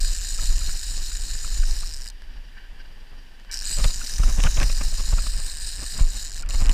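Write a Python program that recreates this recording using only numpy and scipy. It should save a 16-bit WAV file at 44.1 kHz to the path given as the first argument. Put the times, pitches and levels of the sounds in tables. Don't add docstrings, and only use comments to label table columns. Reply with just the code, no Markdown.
import sys
import numpy as np
from scipy import signal
from scipy.fft import rfft, irfft, next_fast_len
from scipy.io import wavfile
from scipy.ndimage import uniform_filter1d, map_coordinates

SR = 44100
rng = np.random.default_rng(int(sys.argv[2]) if len(sys.argv) > 2 else 0)


def wrap_up_sound(samples):
    columns = np.atleast_2d(samples).T
    tamed = np.clip(columns, -1, 1)
    steps = np.round(tamed * 32767).astype(np.int16)
    wavfile.write(sys.argv[1], SR, steps)


N = 296793

# start/s, end/s
CRANK_SPELLS = [(0, 2.11), (3.506, 6.425), (6.488, 6.74)]
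# t/s, share of speed lost
DEAD_POINTS = [(.19, .42), (0.381, .32), (.57, .28), (.79, .27), (0.981, .24), (1.18, .24), (1.389, .16),
               (1.62, .22), (2.0, .1), (3.6, .62), (3.781, .22), (3.96, .3), (4.18, .26), (4.39, .2),
               (4.571, .22), (4.78, .08), (4.979, .16), (5.18, .22), (5.371, .28), (5.56, .43), (5.78, .22),
               (6.05, .32), (6.311, .55), (6.67, .46)]
# t/s, rumble level/dB, flutter level/dB
WIND_LEVELS = [(0, -14, -48), (.2, -25.5, -51.5), (.5, -16.5, -49), (.8, -21, -50.5), (1.35, -25.5, -53.5),
               (1.58, -18.5, -47.5), (1.85, -22.5, -53.5), (2.2, -34.5, -61.5), (2.65, -35.5, -58.5),
               (3.4, -37.5, -59), (3.72, -28, -56), (3.82, -13.5, -42), (4.08, -30, -50.5),
               (4.25, -14, -41), (4.6, -17, -44), (4.95, -18.5, -47.5), (5.25, -17.5, -47),
               (5.65, -30.5, -56), (5.98, -24, -45.5), (6.282, -32.5, -54), (6.62, -15, -38.5)]
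# f/Hz, level/dB
FLUTTER_SPECTRUM = [(40, 5), (90, 5.5), (170, 2), (260, -4), (400, -9.5), (900, -9), (3000, -15.5)]


def amp(db):
    return 10 ** (np.asarray(db) / 20)


def unit(x):
    return x / np.sqrt(np.mean(x ** 2) + 1e-20)


def bump(x, centre, sigma):
    return np.exp(-.5 * np.minimum(((x - centre) / sigma) ** 2, 100))


def curves(rows):
    times, *cols = np.transpose(rows)
    return [np.interp(np.arange(N) / SR, times, col) for col in cols]


def wobble(knots_per_s):
    knots = rng.standard_normal(int(N * knots_per_s / SR) + 4)
    return map_coordinates(knots, [np.arange(N) * knots_per_s / SR])


def filtered(x, response):
    size = 2 * next_fast_len(N // 2 + SR // 4)
    return irfft(rfft(x, size) * response(np.fft.rfftfreq(size, 1 / SR)), size)[:N]


def causal(gain):
    cepstrum = irfft(np.log(np.maximum(gain, 1e-6)))
    half = len(cepstrum) // 2
    cepstrum[1:half] *= 2
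    cepstrum[half + 1:] = 0
    return np.exp(rfft(cepstrum))


def resonances(modes, hz):
    peaks = (amp(db) / (1 + (2 * (hz - centre) / width) ** 2) for centre, width, db in modes)
    return np.sqrt(sum(peak ** 2 for peak in peaks))


def noise(spectrum):
    points_hz, db = np.transpose(spectrum)
    gain = lambda hz: amp(np.interp(np.log(hz + 1), np.log(points_hz), db, right=-120))
    return unit(filtered(rng.standard_normal(N), gain))


def crank_rate(linger_s=.036, spin_up_s=.009, run_down_s=.02):
    # t/s, rate/(teeth/s)
    pace = [(0, 307), (.3, 271), (.7, 282), (1.1, 262), (1.72, 247), (1.89, 158), (2.1, 128), (3.51, 230),
            (3.9, 266), (4.15, 285), (4.5, 310), (5.3, 275), (6.1, 216), (6.73, 195)]
    t = np.arange(N) / SR
    push = 1 - sum(loss * bump(t, at_s, linger_s) for at_s, loss in DEAD_POINTS)
    for (_, stop), (restart, _) in zip(CRANK_SPELLS, CRANK_SPELLS[1:]):
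        rest = np.exp(-np.maximum(stop - t, 0) / run_down_s - np.maximum(t - restart, 0) / spin_up_s)
        push *= 1 - rest
    return np.maximum(curves(pace)[0] * push, 60)


def ratchet(rate_hz, jitter_s=.00019, scatter_db=2, snap=.29, scrape_s=.00056, rattle=.37,
            rattle_s=.0087):
    tooth_s = np.flatnonzero(np.diff(np.floor(np.cumsum(rate_hz) / SR))) / SR
    timing, force, snap_spread = rng.standard_normal((2000, 3))[:len(tooth_s)].T
    t = np.arange(350) / SR
    contact = t / scrape_s * np.exp(1 - t / scrape_s) + rattle * np.exp(-t / rattle_s)
    clicks = contact * rng.standard_normal((len(tooth_s), len(t)))
    clicks[:, round(scrape_s * SR)] += snap * np.exp(snap_spread / 2)
    turning = sum((tooth_s >= start) & (tooth_s < end) for start, end in CRANK_SPELLS)
    onset = np.clip((tooth_s + jitter_s * timing) * SR, 0, N - 1).astype(int)
    size = turning * amp(scatter_db * force) / np.sqrt(rate_hz[onset])
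    samples = onset[:, None] + np.arange(len(t))
    return np.bincount(samples.ravel(), (clicks * size[:, None]).ravel(), N)[:N]


def reel(gain_db=-.6, usual_rate_hz=240, loud_db_per_oct=2.5, bright_db_per_oct=1, sway_db=.76,
         ease_s=.04, ease_mode_db=-4, ease_top_db=-1.5):
    # f/Hz, width/Hz, level/dB
    click_modes = [(1720, 420, -9), (2460, 500, -16), (2930, 520, -12.5), (3890, 360, -3.8),
                   (4240, 220, -.1), (4870, 290, 1.6), (5370, 190, -.6), (5820, 1200, -7.7),
                   (7050, 540, -.7), (7770, 260, -4.6), (8300, 1600, -6.4), (10200, 900, -16.2),
                   (11570, 560, -19), (12440, 760, -19), (13560, 600, -22.6), (14400, 1500, -21.8)]
    # t/s, f/Hz, level/dB
    beam = [(0, 8000, 1.5), (.25, 6900, 2.5), (.9, 7100, 1), (1.5, 7100, 3), (1.75, 5500, 3),
            (2.1, 5100, 4), (3.55, 5400, 9), (3.63, 5350, 7), (3.66, 7900, 6), (3.73, 7900, 8),
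            (3.8, 7900, 0), (4, 5800, 3), (4.18, 5950, 7), (4.58, 6300, 9), (4.68, 5500, 3),
            (5.15, 7100, 1.5), (5.25, 8650, 4), (5.8, 8600, 4), (6.1, 7100, 2)]
    lobes = [(.69, 0.055, -1.0), (.79, 0.049, -0.58), (1.02, 0.096, 1.08), (1.3, 0.2, -0.55),
             (1.58, 0.059, 0.36), (1.93, .07, -0.24), (2.24, 0.059, 0.2)]
    # t/s, level/dB
    nearness = [(0, -34.5), (.45, -34), (1.1, -36.5), (1.55, -37), (1.75, -37.5), (2.1, -39.5), (3.51, -34),
                (3.72, -31), (4.05, -35.5), (4.35, -36), (4.58, -33.5), (4.72, -36), (5.4, -36),
                (5.95, -36), (6.73, -36.5)]
    rate_hz = crank_rate()
    speed_oct = np.log2(rate_hz / usual_rate_hz)
    ring = unit(filtered(ratchet(rate_hz), lambda hz: causal(resonances(click_modes, hz))))
    hz, t, spectra = signal.stft(ring, SR, nperseg=256)
    hz = hz[:, None] + 1
    beam_s, *cols = np.transpose(beam)
    beam_hz, beam_db = (np.interp(t, beam_s, col) for col in cols)
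    offset_oct = np.log2(hz / beam_hz)
    pattern = sum(share * bump(offset_oct, np.log2(ratio), width) for ratio, width, share in lobes)
    colour_db = beam_db * pattern
    top = 1 - 1 / (1 + (hz / 10000) ** 8)
    colour_db += bright_db_per_oct * np.interp(t, np.arange(N) / SR, speed_oct) * top
    ease = sum(bump(t, at_s, ease_s) for at_s, _ in DEAD_POINTS)
    low_modes = bump(np.log2(hz / 4010), 0, .1)
    colour_db += (ease - ease.mean()) * (ease_mode_db * low_modes + ease_top_db * top)
    sway = uniform_filter1d(rng.standard_normal(spectra.shape), size=6, axis=0)
    colour_db += sway_db * unit(uniform_filter1d(sway, size=10, axis=1))
    whirr = signal.istft(spectra * amp(colour_db), SR, nperseg=256)[1][:N]
    return whirr * amp(curves(nearness)[0] + loud_db_per_oct * speed_oct + gain_db)


def rumble(rumble_gain_db=-2, gust_db=2.5, lump_db=3.5):
    # f/Hz, level/dB
    spectrum = [(11, -29), (18, 9.5), (28, 2), (39, -2.5), (92, -31), (130, -80), (170, -81), (290, -120)]
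    rumble_db, flutter_db = curves(WIND_LEVELS)
    swing = noise(spectrum)
    swing /= np.sqrt(np.abs(uniform_filter1d(swing ** 2, SR // 12)) + .059)
    flutter = unit(noise(FLUTTER_SPECTRUM) * amp(lump_db * wobble(45)))
    gusts = amp(gust_db * wobble(14))
    return gusts * (amp(rumble_db + rumble_gain_db) * swing + amp(flutter_db) * flutter)


def water(wash_db=-61, hush_db=-56, ripple_db=3.5, rise_s=.029):
    # f/Hz, width/Hz, level/dB
    housing_modes = [(960, 400, -20), (1555, 58, -2.5), (1735, 350, -6.5), (2310, 87, -7), (2950, 410, -6),
                     (3980, 170, -11), (4730, 490, -6.5), (5570, 270, -11.5)]
    # t/s, level/dB, cutoff/Hz, decay/s
    swells = [(2.35, -54.5, 6000, 0.022), (2.58, -45.5, 2300, .1), (2.82, -58, 5000, 0.042),
              (3.53, -39, 2600, .055)]
    # f/Hz, level/dB
    hush_spectrum = [(88, -30), (150, -26), (193, 1), (681, -8.5), (844, -4.5), (1320, -12.5), (1760, 0.5),
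                     (2140, -8.5), (2980, -4.5), (4390, -14), (4840, -10), (6110, -18), (15500, -26.5)]
    t = np.arange(N) / SR
    wash = filtered(rng.standard_normal(N), lambda hz: resonances(housing_modes, hz))
    wash = unit(wash * amp(ripple_db * wobble(70)))
    out = amp(wash_db) * wash + amp(hush_db) * noise(hush_spectrum)
    for at_s, db, cutoff_hz, decay_s in swells:
        swell = np.where(t < at_s, bump(t, at_s, rise_s), np.exp(-np.abs(t - at_s) / decay_s))
        out += amp(db) * swell * filtered(wash, lambda hz: 1 / (1 + (hz / cutoff_hz) ** 4))
    return out


def thumps(corner_hz=24, damping=.41, soft_hz=170):
    # t/s, relative pressure, rise and decay/s
    eddies = [(0.043, -0.46, 0.017), (.611, -0.44, 0.017), (1.595, 0.97, 0.024), (3.857, 0.47, 0.0034),
              (4.201, -0.61, 0.0047), (4.388, -0.71, 0.0051), (4.457, -0.5, 0.0025), (4.586, -0.6, 0.006),
              (4.643, 0.55, 0.0061), (4.711, -0.13, 0.017), (5.134, -0.8, 0.0055), (6.011, -0.91, 0.0053),
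              (6.623, -0.82, 0.0051)]
    t = np.arange(N) / SR
    pressure = sum(peak * np.exp(-np.abs(t - at_s) / tau_s) for at_s, peak, tau_s in eddies)
    bass_cut = lambda s: s ** 2 / (s ** 2 + damping * s + 1) * s / (s + .5)
    return filtered(pressure, lambda hz: bass_cut(1j * hz / corner_hz) / (1 + (hz / soft_hz) ** 2))


def weak_puffs(per_s=7, over_rumble_db=-28, length_s=.014, scatter_db=1.5, bass_scatter_db=4):
    timing, size, bass = rng.random((200, 3))[:round(per_s * N / SR)].T
    times = timing * N / SR
    wind_s, rumble_db, _ = np.transpose(WIND_LEVELS)
    levels_db = np.interp(times, wind_s, rumble_db) + over_rumble_db + scatter_db * (2 * size - 1)
    bass_db = bass_scatter_db * (2 * bass - 1)
    return [(*row, length_s) for row in zip(times, levels_db, bass_db)]


def puffs(crackle_gain_db=-3.5, bass_gain_db=-4.5, rough_db=3):
    # t/s, level/dB, bass offset/dB, length/s
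    strong_puffs = [(0.047, -44, -4, 0.018), (0.39, -43, -9, 0.015), (0.616, -47, -5, 0.011),
                    (1.447, -53, -4, 0.024), (1.635, -46, -4, 0.016), (1.829, -47.5, 6, 0.016),
                    (3.795, -32, 3, 0.037), (3.849, -32, 8.5, 0.019), (4.2, -44.5, 12, 0.023),
                    (4.238, -37.5, 6, 0.02), (4.295, -37, -3, 0.027), (4.391, -35, 8.5, 0.028),
                    (4.456, -26, 1.5, 0.044), (4.58, -35, 8.5, .028), (4.62, -28.5, 6, 0.039),
                    (4.701, -30.5, -5, 0.0078), (4.815, -32.5, 5.5, 0.017), (5, -36, 1, 0.03),
                    (5.132, -36, 7.5, 0.019), (5.19, -36.5, -12, 0.018), (5.27, -37.5, -8, 0.012),
                    (5.83, -42, 8.5, 0.029), (5.998, -39, 8, 0.034), (6.5, -40, 3, 0.018),
                    (6.547, -37.5, 7.5, 0.022), (6.619, -37, 2, 0.035)]
    # f/Hz, level/dB
    spectrum = [(150, 11.5), (280, -4), (420, -6), (600, 10.5), (800, -12.5), (1100, 8.5), (1500, -6),
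                (2100, -3), (2700, -1.5), (3500, -4.5), (6000, -24)]
    t, tear, bass = np.arange(N) / SR, np.zeros(N), np.zeros(N)
    for at_s, db, bass_db, length_s in list(strong_puffs) + weak_puffs():
        near = slice(*np.searchsorted(t, [at_s - 2 * length_s, at_s + 2 * length_s]))
        burst = amp(db) * bump(t[near], at_s, .37 * length_s)
        tear[near] += burst
        bass[near] += burst * amp(bass_db)
    crackle = unit(noise(spectrum) * amp(rough_db * wobble(400)))
    return amp(crackle_gain_db) * tear * crackle + amp(bass_gain_db) * bass * noise(FLUTTER_SPECTRUM)


def chirps(sigma_s=.0029, waver=.098, edge_hz=2560, edge_db=-5.5):
    # t/s, f/Hz, level/dB
    whistles = [(.048, 1630, -38.5), (.392, 1353, -40.5), (.616, 1420, -44), (.695, 1606, -40),
                (1.119, 1530, -43), (1.448, 1307, -40), (1.634, 1620, -38.5), (1.834, 1233, -41.5),
                (4.017, 1390, -37.5), (4.236, 1230, -32.5), (4.471, 1460, -26.5), (4.573, 2626, -34.5),
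                (4.617, 1605, -28), (4.702, 2436, -36), (4.815, 2513, -35), (5.187, 1388, -35.5),
                (5.268, 1308, -38.5), (6.001, 2589, -40), (6.435, 1504, -40), (6.51, 2575, -40.5)]
    t, out = np.arange(N) / SR, np.zeros(N)
    drift = 1 + waver * wobble(700)
    for at_s, hz, db in whistles:
        near = np.abs(t - at_s) < 4 * sigma_s
        rad_per_hz = 2 * np.pi * np.cumsum(drift[near]) / SR
        whistle = np.sin(hz * rad_per_hz) + amp(edge_db) * np.sin(edge_hz * rad_per_hz)
        out[near] += np.sqrt(2) * amp(db) * bump(t[near], at_s, sigma_s) * whistle
    return out


def knocks(gain_db=-5, scatter_db=2, crack_gain=.57, crack_t60_s=.0058, cutoff_hz=10500):
    # t/s, level/dB, f/Hz
    hits = [(.978, -21, 5350), (1.478, -20, 5200), (2.062, -32, 1975), (2.101, -31, 4900),
            (2.221, -35, 1720), (3.399, -39, 1860), (3.449, -41, 1495), (3.548, -24, 5300),
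            (3.795, -24, 4100), (3.844, -14, 3602), (4.404, -17.5, 2800), (4.438, -10, 3100),
            (4.601, -13, 2650), (4.631, -12, 2790), (6.462, -34, 2650), (6.659, -22, 2592),
            (6.695, -12, 3020)]
    # f/knock f, level/dB, t60/s
    modes = [(1, -6, 0.016), (1.24, 0, 0.0031), (1.9, 0, 0.0022), (2.9, 3, 0.0018)]
    out, t = np.zeros(N + SR), np.arange(SR // 20) / SR
    for at_s, db, hz in hits:
        ring = np.zeros(len(t))
        for ratio, mode_db, t60_s in modes:
            decay = amp(mode_db + scatter_db * rng.normal() - 60 * t / t60_s)
            ring += decay * np.sin(2 * np.pi * hz * ratio * t)
        crack = crack_gain * rng.standard_normal(len(t)) * amp(-60 * t / crack_t60_s)
        out[round(at_s * SR):][:len(t)] += amp(db + gain_db) * (ring + crack)
    return filtered(out[:N], lambda hz: 1 / (1 + (hz / cutoff_hz) ** 8))


def scene():
    return (water() + rumble() + thumps() + knocks() + reel() + puffs() + chirps())[None]


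def record(dry):
    limit_hz = 15400
    return filtered(dry[0], lambda hz: hz < limit_hz)[None]


dry = scene()
out = record(dry)
wrap_up_sound(out)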